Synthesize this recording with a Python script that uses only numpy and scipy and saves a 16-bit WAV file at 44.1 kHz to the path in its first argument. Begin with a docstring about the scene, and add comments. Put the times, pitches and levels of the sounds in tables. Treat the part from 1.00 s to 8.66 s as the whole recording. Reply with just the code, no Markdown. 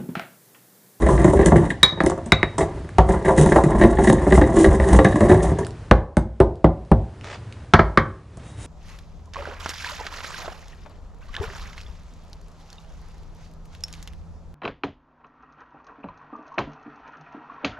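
"""A stone pestle grinds and pounds peppercorns in a stone mortar on a wooden board in a kitchen.
Random slips, short noise bursts and single knocks shake the resonances of board, bowl and point of contact.
Corns that give way jolt the board; twice the pestle rings clearly on the bare bowl; dull blows come later.
The pestle is then laid on the board and the mortar lifted, and ground pepper trickles.
Room air, a low drone and echoes surround it all; the close microphone overloads on the hard blows."""
import sys
import numpy as np
from scipy import signal
from scipy.fft import rfft, irfft, next_fast_len
from scipy.io import wavfile
from scipy.ndimage import map_coordinates

SR = 44100
rng = np.random.default_rng(int(sys.argv[2]) if len(sys.argv) > 2 else 0)


def put_to_file(sound):
    """Save the sound as 16-bit audio at rate SR, in the file named by the first command-line argument."""
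    columns = np.atleast_2d(sound).T  # one column per channel
    safe = np.clip(columns, -1, 1)
    whole_steps = np.round(safe * 32767)
    wavfile.write(sys.argv[1], SR, whole_steps.astype(np.int16))


N = 337894  # samples in the whole scene
RING = SR // 2  # samples that one contact lasts
BOARD_GRID = np.fft.rfftfreq(RING, 1 / SR)  # Hz at which the board's response is computed

# corns that give way, and a few soft rubs: (time [s], board jolt [dB], jolt pitch [Hz],
# stone chatter [dB], husk crunch [dB], time of yielding [s])
CORN_EVENTS = [(0.021, -19.5, 436, -25, -31, 0.031), (0.0631, -16.5, 540, -20.5, -39, 0.089),
               (0.088, -15, 660, -32, -33.5, 0.043), (0.189, -21.5, 488, -25, -49, 0.11),
               (0.244, -10.5, 337, -19.5, -27, 0.035), (0.277, -16.5, 342, -29, -47, 0.04),
               (0.333, -12.5, 261.5, -41, -46, 0.043), (0.3913, -11.5, 328, -20, -42, 0.046),
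               (0.459, -13.5, 290, -16.5, -24, 0.053), (0.5195, -9, 324.5, -20.5, -45.5, 0.044),
               (0.558, -11, 321.8, -16.5, -32, 0.064), (0.7025, -26, 196.4, -12.5, -45.5, 0.041),
               (0.921, -31, 247.3, -48, -60, 0.054), (0.974, -32, 650, -38, -72, 0.18),
               (1.036, -19, 169, -29.5, -31.5, 0.015), (1.0628, -15.5, 520, -16.5, -23.5, 0.023),
               (1.098, -24, 800, -36.5, -29, 0.071), (1.176, -31.5, 900, -50.5, -51.5, 0.031),
               (1.26, -31.5, 296, -41, -41.5, 0.06), (1.581, -20, 695, -26, -30.5, 0.065),
               (1.6067, -18.5, 574, -20.5, -35, 0.066), (2.088, -21.5, 830, -26, -48, 0.023),
               (2.138, -23.5, 940, -36, -42, 0.074), (2.281, -13, 700, -19.5, -59, 0.079),
               (2.378, -11.5, 178.6, -16, -36.5, 0.06), (2.412, -18, 211.6, -26, -23, 0.037),
               (2.461, -13.5, 330, -24, -29, 0.026), (2.5193, -13.5, 500, -13.5, -43, 0.023),
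               (2.5595, -10, 587, -15.5, -34, 0.072), (2.6375, -13, 224, -22, -32.5, 0.047),
               (2.748, -18.5, 319, -38, -50, 0.075), (2.812, -12, 390, -14, -37.5, 0.11),
               (2.8359, -9.5, 340, -13.5, -38, 0.074), (2.985, -15, 393, -21.5, -52, 0.045),
               (3.071, -11, 316, -12, -37, 0.062), (3.098, -11, 277, -12, -44, 0.02),
               (3.126, -13.5, 275, -30, -28, 0.036), (3.267, -14, 420, -36, -55, 0.11),
               (3.3224, -10.5, 377, -10, -33, 0.037), (3.3759, -11, 328, -31, -37, 0.031),
               (3.4135, -12, 454, -15.5, -38, 0.049), (3.5675, -15.5, 395, -21.5, -30, 0.037),
               (3.597, -17, 298, -27, -31, 0.065), (3.643, -12, 575, -8.5, -30, 0.04),
               (3.665, -11.5, 109, -41, -42, 0.033), (3.7986, -21, 503, -15, -47, 0.015),
               (3.929, -18.5, 406, -21.5, -32, 0.044), (3.9889, -11.5, 580, -11, -33, 0.023),
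               (4.046, -10, 253, -10, -26, 0.054), (4.1574, -19.5, 660, -20.5, -36, 0.034),
               (4.2066, -11, 333, -18.5, -32.5, 0.059), (4.2945, -10.5, 453, -15.5, -38, 0.071),
               (4.3134, -9, 290, -15.5, -34, 0.065), (4.515, -17.5, 219, -36, -60, 0.054),
               (4.587, -21.5, 393, -29, -37, 0.062)]
# ways the stone bowl rings: (frequency [Hz], level [dB], time to fade by 60 dB when left free [s])
BOWL_MODES = [(2300, -16, 0.12), (2300, -29.5, 0.2), (3487, -11, 0.06), (3735, -14, 0.16), (3775, -12, 0.1),
              (3801, -4, 0.31), (3822, -15, 0.24), (3900, -21, 0.15), (5480, -34, 0.11), (6200, -31, 0.24),
              (7300, -23.5, 0.05), (9250, -30.5, 0.2)]
# colour of breaking husks: (frequency [Hz], level [dB])
HUSK_COLOUR = [(1200, -22.5), (2500, -3.5), (3600, -4), (4600, -10.5), (6000, -2), (7000, 1.5), (7600, -2),
               (8300, 3), (10300, -2.5)]
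# colour of a cushioned stone knock: (frequency [Hz], level [dB])
KNOCK_COLOUR = [(60, -14.5), (160, 10), (260, 3.5), (390, 17), (465, 11.5), (560, 14), (690, 16.5),
                (1000, 7.5), (1550, -3), (2100, -12), (2500, -24.5), (3300, -18.5), (4500, -28.5),
                (10000, -61.5)]

ATTACK_S, RELEASE_S = 0.0095, 0.078  # a stroke builds up, and dies away by 60 dB
DRAG_CRUNCH_DB = -25.5  # husks under the mere weight of the pestle, relative to that weight, before mixing
CHATTER_DB, CHATTER_GROWS = -23.5, 0.89  # stone chatter at full force, and its dB per dB of force
UNEVEN_DB, UNEVEN_RATE = 2, 22  # the bed of corns is lumpy: depth, lumps a second
STALL_S, STALL_DB = 0.03, 5  # the pestle sticks before each jolt: time, loss of level
HELD_T60_S = 0.31  # extra damping of a jolt by the steadying hand: time to fade by 60 dB
SLIPS_PER_S, JOLT_WIDTH = 420, 1.4  # slips in a jolt; bandwidth of the jolt as a share of its pitch
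JOLT_S = 0.03  # the opening stretch over which a jolt's level is set
RASP_FADES = 5  # the chatter's fading time is the time of yielding over this
SKID_S, BUZZ_HZ = 0.0046, (1604, 2047)  # fading time of a skid and the band it buzzes in
SCRATCH_DB, FLARE_DB = -17, -23.5  # scratch relative to the buzz; the bowl's answer to a skid
PRESSED_T60_S = 0.16  # extra damping of the bowl by the pressing pestle: time to fade by 60 dB
LIGHT_HZ = 57  # below this the pestle alone barely moves the board
CHOKE_S = 0.035  # time in which the touching pestle reaches its full choke
SLAP_HZ = 1540  # the first hard instant of a cushioned blow
DRONE_DB = -7.5  # the appliance, relative to the room air
EARLY_DB, EARLY_S = 4.5, 0.0096  # worktop and cupboards answer early: extra level, fading time
TOP_HZ = 10350  # upper limit of the sound


def amp(db):
    """Turn decibels into gain."""
    return 10 ** (np.asarray(db) / 20)


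def unit(x):
    """Scale to an average (rms) level of 1."""
    return x / np.sqrt(np.mean(x ** 2) + 1e-20)


def peaked(x):
    """Scale to peak 1."""
    return x / np.max(np.abs(x))


def along(points, hz):
    """Read a curve of (Hz, value) points along a logarithmic frequency axis."""
    f, v = np.transpose(points)
    return np.interp(np.log(hz + 1), np.log(f + 1), v)


def curves(rows):
    """Give one value per sample for each column after the time."""
    s, *cols = np.transpose(rows)
    return [np.interp(np.arange(N) / SR, s, c) for c in cols]


def wobble(rate):
    """Draw a smooth random curve with rate knots a second."""
    knots = rng.standard_normal(int(N * rate / SR) + 4)
    return map_coordinates(knots, [np.arange(N) * rate / SR])


def filtered(x, response):
    """Shape x with a complex response that depends on frequency."""
    m = next_fast_len(len(x) + min(len(x), RING))
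    return irfft(rfft(x, m) * response(np.fft.rfftfreq(m, 1 / SR)), m)[:len(x)]


def coloured(x, points):
    """Shape x with a curve of (Hz, dB) points."""
    return filtered(x, lambda hz: amp(along(points, hz)))


def resonance(hz, centre, width):
    """Response of one damped mode: it favours its own pitch and only sounds after the push."""
    return 1j * hz * width / (centre ** 2 - hz ** 2 + 1j * hz * width)


def add(track, s, x):
    """Mix x into the track at time s."""
    part = track[max(round(s * SR), 0):][:len(x)]
    part += x[:len(part)]


def burst(t60):
    """Noise that dies away by 60 dB in t60 seconds."""
    return rng.standard_normal(RING) * amp(-60 * np.arange(RING) / SR / t60)


def grains(rate, spread_db):
    """Random tiny clicks of very unequal size, rate a second on average."""
    size = amp(spread_db * np.clip(rng.standard_normal(N), -2, 2))
    happens = rng.random(N) < rate / SR
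    return happens * size * rng.choice([-1, 1], N)


def swells(rows, attack_s, release_s):
    """Gain of (start, length, dB) gestures: each rises, holds and dies away by 60 dB in release_s."""
    t = np.arange(N) / SR
    shapes = []
    for s, length, db in rows:
        rise = np.clip((t - s) / attack_s, 0, 1)
        fade_db = -60 * np.maximum(t - s - length, 0) / release_s
        shapes.append(rise * amp(db + fade_db))
    return np.linalg.norm(shapes, axis=0)


def board_modes():
    """The loaded board and worktop sway in many damped modes; each row is the response of one."""
    # (frequency [Hz], width [Hz], level [dB])
    wood_modes = [(57.3, 9.8, 11), (78, 25, -21.5), (101.3, 23, 4), (137, 23, -3), (157.4, 22, 5),
                  (158, 66, -1.5), (224.8, 23.6, 2.5), (314, 56.4, 1.5), (388, 43, 4), (525.8, 11, 2),
                  (600, 34, -6.5), (660, 22, -1), (720, 36, -8), (771, 16, -6), (901, 40, -11.5),
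                  (980.5, 96, -7.5), (1166, 77, -10), (1358, 190, -18), (1460, 90, -23), (2080, 140, -20.5),
                  (3300, 920, -36)]
    rows = []
    for k, (centre, width, db) in enumerate(wood_modes):
        sign = (-1) ** (k // 2)
        rows.append(sign * amp(db) * resonance(BOARD_GRID, centre, width))
    return np.array(rows)


def thump(board, hard_hz, scatter_db):
    """Each point of contact drives the modes differently; a soft contact leaves the upper ones still."""
    shares = amp(scatter_db * rng.standard_normal((len(board), 1)))
    softness = (1 + 1j * BOARD_GRID / (2 * hard_hz)) ** 2
    return peaked(irfft((shares * board).sum(axis=0) / softness, RING))


def light(board):
    """Without the weight of the arm, the pestle hardly stirs the deepest modes of the worktop."""
    return board * (1j * BOARD_GRID / (LIGHT_HZ + 1j * BOARD_GRID)) ** 2


def ringing(modes, size=RING):
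    """A stone body rings as a sum of fading sines, with slightly different levels at every touch."""
    t = np.arange(size) / SR
    ring = np.zeros(size)
    for hz, db, t60 in modes:
        level_db = db + rng.normal(0, 1) - 60 * t / t60
        ring += amp(level_db) * np.sin(2 * np.pi * hz * t)
    return ring


def contact(x, centre_hz, width_hz):
    """The pestle bounces on the stiffness of its point of contact; little passes far from that pitch."""
    def bounce(hz):
        return resonance(hz, centre_hz, width_hz) * resonance(hz, centre_hz, .6 * centre_hz) ** 2
    return filtered(x, bounce)


def clack(centre_hz, width_hz, grit_db, grit_t60):
    """One hard contact makes a bounce and a short gritty crack."""
    # (frequency [Hz], level [dB])
    grit_colour = [(300, -13), (1000, 26.5), (2200, 20.5), (2700, -4.5), (3200, 4.5), (4500, -3),
                   (5500, -12.5), (7000, -23), (10000, -42.5)]
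    bounce = peaked(contact(signal.unit_impulse(RING), centre_hz, width_hz))
    grit = peaked(coloured(burst(grit_t60), grit_colour))
    return bounce + amp(grit_db) * grit


def crunch(t60):
    """A husk shatters in a quick run of snaps, each a spray of splinters."""
    t = np.arange(RING) / SR
    snaps = (rng.random(RING) < 500 / SR) * rng.exponential(size=RING)
    snaps[0] = 2  # the first snap is always there
    bursts = np.abs(signal.fftconvolve(snaps, np.exp(-t / .0006))[:RING])
    spray = rng.standard_normal(RING) * (.2 + bursts)
    return unit(coloured(spray, HUSK_COLOUR)) * amp(-60 * t / t60)


def skidding(x):
    """Stone skids on stone: a buzz in a narrow band with steep edges, and a thin scratch above it."""
    buzz = signal.sosfilt(signal.butter(3, BUZZ_HZ, "bandpass", fs=SR, output="sos"), x)
    scratch = filtered(x, lambda hz: resonance(hz, 2800, 1400) ** 2)
    return unit(buzz) + amp(SCRATCH_DB) * unit(scratch)


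def skid(length):
    """One short skid on the bare bowl, which flares up in sympathy; peak 1."""
    t = np.arange(RING // 4) / SR
    rasp = rng.standard_normal(len(t)) * np.exp(-(t / length) ** 2)
    damped_bowl = ringing(BOWL_MODES, size=len(t)) * amp(-60 * t / PRESSED_T60_S)
    ring = signal.fftconvolve(rasp, damped_bowl)[:len(t)]
    return peaked(skidding(rasp) + amp(FLARE_DB) * unit(ring))


def stalls():
    """Gain that sinks while the pestle sticks and returns as it jolts free."""
    t = np.arange(N) / SR
    stuck = np.zeros(N)
    for s, *_ in CORN_EVENTS:
        corners = [s - STALL_S, s - STALL_S / 2, s, s + STALL_S / 10]
        stuck += np.interp(t, corners, [0, 1, 1, 0])
    return amp(-STALL_DB * np.minimum(stuck, 1))


def effort():
    """Force on the corns and the crunch of their husks: the pestle's weight plus the strokes of the arm."""
    # the pestle circles without leaving the corns: (start [s], length [s], weight [dB])
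    circling = [(-0.05, 0.76, -16), (1.02, 0.26, -33.5), (1.55, 0.25, -35), (2.02, 0.2, -30),
                (2.26, 2.24, -18.5), (4.56, 0.081, -29)]
    # the arm leans in: (start [s], length [s], force [dB], husk crunch [dB])
    arm_strokes = [(0.03, 0.33, -33, -40), (0.207, 0.35, -23.5, -41.5), (0.437, 0.11, -24, -36.5),
                   (1.002, 0.087, -21.5, -44), (1.594, 0.043, -22.5, -42.5), (2.063, 0.084, -20, -42),
                   (2.244, 0.073, -14, -37.5), (2.356, 0.11, -14.5, -29), (2.488, 0.085, -12.5, -35.5),
                   (2.69, 0.066, -13.5, -64), (2.776, 0.054, -13.5, -36.5), (3.033, 0.094, -14, -31.5),
                   (3.296, 0.11, -18.5, -32), (3.537, 0.13, -18, -30), (3.7, 0.24, -15.5, -38.5),
                   (3.907, 0.058, -10.5, -29.5), (4.177, 0.15, -18, -39), (4.415, 0.098, -17, -41.5)]
    start, length, force_db, crunch_db = np.transpose(arm_strokes)
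    weight = swells(circling, ATTACK_S, RELEASE_S)
    arm_force = swells(zip(start, length, force_db), ATTACK_S, RELEASE_S)
    arm_crunch = swells(zip(start, length, crunch_db), ATTACK_S, RELEASE_S)
    force = np.hypot(weight, arm_force)
    husks = np.hypot(amp(DRAG_CRUNCH_DB) * weight, arm_crunch)
    lumps = amp(UNEVEN_DB * wobble(UNEVEN_RATE)) * stalls()
    return force * lumps, husks * lumps


def grinding(board):
    """The pestle rolls over the corns: slips jolt the board, rattle the stone and splinter husks."""
    # colour of the rumble: (frequency [Hz], level [dB])
    slip_colour = [(35, -0.5), (60, 5), (100, -6.5), (150, -3), (230, -8), (320, 1.5), (400, 1.5),
                   (540, -1.5), (700, 2), (1100, -2), (1500, -5), (3000, -21.5)]
    force, crunch_gain = effort()
    slips = grains(rate=650, spread_db=2) * amp(2 * wobble(45))
    # the pressing hand damps the board
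    pressed = amp(-60 * np.arange(RING) / SR / 0.3)
    # the point of contact wanders round the bowl, so the colour of the rumble keeps shifting
    shares = amp(8 * np.array([wobble(25) for _ in range(5)]))
    shares = shares / np.linalg.norm(shares, axis=0)
    rumble = np.zeros(N)
    for share in shares:
        spot = pressed * thump(board, hard_hz=1130, scatter_db=3.5)
        rumble += signal.oaconvolve(slips * share, spot)[:N]
    rumble = unit(coloured(rumble, slip_colour))
    # riding over whole corns adds slow, soft lurches
    bumps = grains(rate=70, spread_db=4) * amp(4 * wobble(14))
    lurch = unit(filtered(bumps, lambda hz: resonance(hz, 185, 210) ** 3))
    rattle = (slips + grains(rate=2500, spread_db=2)) * amp(4.5 * wobble(110))
    chatter = unit(skidding(rattle))
    snaps = grains(rate=2000, spread_db=4) * amp(4 * wobble(90))
    splinters = unit(coloured(snaps, HUSK_COLOUR))
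    # the bowl rings mostly in the moments when bare stone touches
    touches = rattle * amp(7 * wobble(14))
    ring = unit(signal.fftconvolve(touches, ringing(BOWL_MODES) * pressed ** 4)[:N])
    stone = amp(CHATTER_DB) * force ** CHATTER_GROWS * (chatter + amp(-23) * ring)
    wood = force * (amp(-3.5) * rumble + amp(-12) * lurch)
    return wood + stone + amp(-1.5) * crunch_gain * splinters


def background():
    """Room air is coloured noise with a slow level curve and slight random unevenness, plus a low drone."""
    # level of air and drone: (time [s], level [dB])
    room_level = [(0, -39), (4.8, -34), (5.1, -52.5), (6.1, -43), (6.5, -37.5), (7.25, -45.5),
                  (7.66, -35.5)]
    # (frequency [Hz], level [dB])
    air_colour = [(15, -54), (25, -16.5), (75, -7.5), (107, -6.5), (190, -18.5), (494, -27), (574, -28.5),
                  (1860, -37), (2110, -40), (10000, -54.5), (13000, -72.5), (22000, -120)]
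    level_db, = curves(room_level)
    air = unit(coloured(rng.standard_normal(N), air_colour))
    # an appliance's drone is noise through a low resonance
    drone = unit(filtered(rng.standard_normal(N), lambda hz: resonance(hz, 106, 28) ** 2))
    return amp(level_db) * (amp(1.5 * wobble(8.6)) * air + amp(DRONE_DB) * drone)


def jolt(board, pitch_hz, yielding):
    """A run of slips shakes the board around one pitch; rms 1 over its first JOLT_S."""
    t = np.arange(RING) / SR
    slips = (rng.random(RING) < SLIPS_PER_S / SR) * rng.standard_normal(RING)
    slips *= np.exp(-(2 * t / yielding) ** 2)
    slips[0] = 2.2  # the first slip is always there
    held_board = thump(board, hard_hz=1121, scatter_db=3.0) * amp(-60 * t / HELD_T60_S)
    shake = signal.fftconvolve(slips, held_board)[:RING]
    shake = filtered(shake, lambda hz: resonance(hz, pitch_hz, JOLT_WIDTH * pitch_hz))
    return shake / np.std(shake[t < JOLT_S])


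def cracks(board):
    """Corns that give way, and a few soft rubs: a run of slips jolts the board, with chatter and crunch."""
    out = np.zeros(N)
    for s, jolt_db, pitch_hz, chatter_db, crunch_db, yielding in CORN_EVENTS:
        add(out, s, amp(jolt_db) * jolt(board, pitch_hz, yielding))
        add(out, s, amp(chatter_db) * skid(yielding / RASP_FADES))
        add(out, s, amp(crunch_db) * crunch(yielding))
    return out


def skids():
    """Between the corns the pestle briefly catches and skids on the bare stone."""
    # (time [s], level [dB])
    bare_catches = [(0.177, -21), (0.2326, -26), (0.3732, -24), (0.4098, -17), (2.4892, -23), (2.685, -35),
                    (2.7311, -32), (2.8227, -18), (2.97, -23), (3.0414, -21), (3.3068, -19), (3.3514, -18),
                    (3.4388, -20), (3.8436, -36), (3.895, -25), (4.2347, -26), (4.2826, -24), (4.345, -22),
                    (4.4043, -29)]
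    out = np.zeros(N)
    for s, db in bare_catches:
        add(out, s, amp(db) * skid(SKID_S))
    return out


def clinks(board):
    """The pestle hits the bare wall of the bowl, stays there and increasingly chokes its ring."""
    # (time [s], clack [dB], clack pitch [Hz], clack width [Hz], bowl ring [dB], ring choked by [dB],
    # thump [dB])
    bare_hits = [(0.8307, 2.5, 1850, 620, 0.5, 12.5, -8), (1.004, -7, 1800, 597, -33, 15, -6.5),
                 (1.3206, 6, 2036, 460, -6.5, 15, -2), (1.43, -2.5, 1880, 550, -27, 9, -8.5)]
    out = np.zeros(N)
    touching = np.minimum(np.arange(RING) / SR / CHOKE_S, 1)
    for s, clack_db, clack_hz, width_hz, ring_db, choke_db, thump_db in bare_hits:
        knock = peaked(coloured(burst(t60=0.06), KNOCK_COLOUR))
        body = thump(light(board), hard_hz=1300, scatter_db=2.0) + amp(-6.5) * knock
        add(out, s, amp(clack_db) * clack(clack_hz, width_hz, grit_db=-6, grit_t60=0.045))
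        add(out, s, amp(ring_db - choke_db * touching) * ringing(BOWL_MODES))
        add(out, s, amp(thump_db) * body)
    return out


def pounding(board):
    """Pepper cushions the blows, so the board thumps under a short slap and the bowl stays still."""
    # blows and light nudges: (time [s], thump [dB], hardness [Hz], knock [dB], slap [dB], crunch [dB])
    soft_blows = [(1.846, -21, 92.5, -39.5, -37, -51), (1.891, -38, 900, -42, -30, -56),
                  (1.9842, 1.5, 452, -0.5, -23, -23), (4.667, -60, 894, -40, -29.5, -39),
                  (4.912, 5, 1090, 1.5, -4, -47), (5.169, -2.5, 197, -10, -18, -29),
                  (5.402, 3.5, 700, -4, -21, -35.5), (5.6436, 4, 660, -4, -31, -44),
                  (5.9157, 4.5, 570, -8.5, -23, -39.5), (7.372, -32, 697, -44, -43.5, -46)]
    out = np.zeros(N)
    for s, db, hard_hz, knock_db, slap_db, crunch_db in soft_blows:
        knock = peaked(coloured(burst(t60=0.097), KNOCK_COLOUR))
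        slap = clack(SLAP_HZ, width_hz=600, grit_db=-2, grit_t60=0.02)
        add(out, s, amp(db) * thump(board, hard_hz, scatter_db=3.0))
        add(out, s, amp(knock_db) * knock + amp(slap_db) * slap)
        add(out, s, amp(crunch_db) * crunch(t60=0.018))
    return out


def ticks():
    """Stray bits of husk snap and fingertips catch on the stone: tiny noise bursts at one pitch each."""
    # (time [s], level [dB], pitch [Hz])
    small_clicks = [(4.6483, -25.5, 3370), (4.707, -33, 3530), (4.77, -46, 3500), (5.556, -43, 5030),
                    (5.8506, -47, 5000), (6.2114, -31, 2190), (6.244, -27, 1680), (6.2705, -35.5, 2600),
                    (6.525, -30, 2580)]
    out = np.zeros(N)
    for s, db, centre_hz in small_clicks:
        click = filtered(burst(t60=0.0046), lambda hz: resonance(hz, centre_hz, 1.05 * centre_hz) ** 2)
        add(out, s, amp(db) * peaked(click))
    return out


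def hands():
    """Dry skin sticks and slips on stone and wood as the grip changes, in a dense rush of tiny clicks."""
    # (start [s], length [s], level [dB])
    grip_slides = [(6.23, 0.12, -39.5), (6.4, 0.26, -60), (7.39, 0.09, -53.5), (7.57, 0.095, -50.5)]
    # (frequency [Hz], level [dB])
    skin_colour = [(180, -27.5), (300, 0.5), (598, 7.5), (734, 3.5), (1880, 3), (7140, -14), (9290, -22),
                   (10000, -99), (13000, -120), (22000, -120)]
    rub = swells(grip_slides, attack_s=0.0088, release_s=0.088)
    catching = amp(3.5 * wobble(170))
    return rub * unit(catching * coloured(grains(rate=37000, spread_db=2.5), skin_colour))


def landings(board):
    """The stone pestle lands on the wood with head and handle: a clack, a thump, a snap and a thin ring."""
    # (time [s], clack [dB], clack pitch [Hz], thump [dB], wood knock [dB], snap [dB])
    touchdowns = [(6.7365, 4, 1307, 3.5, -1.5, -12), (6.792, -5, 1290, -2.5, -9, -31.5),
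                  (6.9739, 1.5, 1173, -2.5, -13.5, -33.5)]
    # (frequency [Hz], level [dB], time to fade by 60 dB [s])
    pestle_modes = [(1840, -12, 0.18), (2144, -9.5, 0.08), (4680, -34, 0.04), (4900, -29, 0.043),
                    (5370, -36, 0.048), (6200, -35.5, 0.11)]
    out = np.zeros(N)
    for s, clack_db, clack_hz, thump_db, knock_db, snap_db in touchdowns:
        add(out, s, amp(clack_db) * clack(clack_hz, width_hz=135, grit_db=-3, grit_t60=0.085))
        add(out, s, amp(thump_db) * thump(light(board), hard_hz=544, scatter_db=1.5))
        add(out, s, amp(knock_db) * peaked(coloured(burst(t60=0.057), KNOCK_COLOUR)))
        # the bright snap of stone on hard wood, and the pestle's own thin ring
        snap = peaked(contact(burst(t60=0.025), centre_hz=3700, width_hz=2000))
        add(out, s, amp(snap_db) * snap)
        add(out, s, amp(clack_db - 14.0) * ringing(pestle_modes))
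    return out


def tilting():
    """As the bowl tilts, loose pepper trickles over the stone in tiny clicks and faintly rings it."""
    # (start [s], length [s], level [dB])
    pepper_slides = [(7.41, 0.078, -52.5), (7.56, 0.066, -44)]
    flow = swells(pepper_slides, attack_s=0.078, release_s=0.42)
    bits = grains(rate=1300, spread_db=2.0)
    ring = unit(signal.fftconvolve(bits, ringing(BOWL_MODES))[:N])
    return flow * (unit(coloured(bits, HUSK_COLOUR)) + amp(-11.5) * ring)


def kitchen(x):
    """The walls' answer builds up in milliseconds; each overlapping piece of sound gets a new random tail."""
    # (frequency [Hz], time to fade by 60 dB [s])
    room_fade = [(60, 0.45), (200, 0.37), (600, 0.45), (1500, 0.37), (3800, 0.25), (6000, 0.26),
                 (10000, 0.15)]
    # (frequency [Hz], level returned [dB])
    wall_colour = [(40, 6), (90, 9), (160, 0), (420, 0.5), (1000, 0), (1900, -4.5), (3800, 1.5), (10000, 2)]
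    hop = SR // 5
    out = np.zeros(N)
    padded = np.pad(x, (hop, 2 * hop))
    for start in range(0, N + hop, hop):
        hz, t, z = signal.stft(rng.standard_normal(RING), SR, nperseg=256)
        fade = amp(-60 * t / along(room_fade, hz)[:, None])
        tail = signal.istft(z * fade, SR, nperseg=256)[1]
        age = np.arange(len(tail)) / SR
        build_up = 1 - np.exp(-age / 0.0039)
        early = 1 + amp(EARLY_DB) * np.exp(-age / EARLY_S)
        tail = tail * build_up * early
        piece = padded[start:start + 2 * hop] * np.hanning(2 * hop)
        answer = signal.fftconvolve(piece, tail / np.linalg.norm(tail))
        add(out, max(start - hop, 0) / SR, answer[max(hop - start, 0):])
    return coloured(out, wall_colour)


def scene():
    """Everything sounds from the middle; a faint diffuse side layer, strongest in the treble, widens it."""
    # (frequency [Hz], side level [dB])
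    side_colour = [(250, -41.5), (1000, -28.5), (2500, -14), (5000, -12), (10000, -12.5)]
    board = board_modes()
    milling = grinding(board) + cracks(board) + skids() + ticks() + hands() + tilting()
    blows = clinks(board) + pounding(board) + landings(board)
    air = background()
    mid = blows + milling + kitchen(amp(-9.5) * blows + amp(-6) * milling) + air
    side = coloured(kitchen(milling + amp(-11.5) * blows + air), side_colour)
    return np.array([mid + side, mid - side])


def record(dry):
    """The input bends over near full scale; a steep filter removes what lies above the band limit."""
    clipped = dry / (1 + np.abs(dry / .9) ** 8) ** (1 / 8)
    low_pass = signal.ellip(12, .05, 110, TOP_HZ, fs=SR, output="sos")
    return signal.sosfilt(low_pass, clipped)


dry = scene()
out = record(dry)
put_to_file(out)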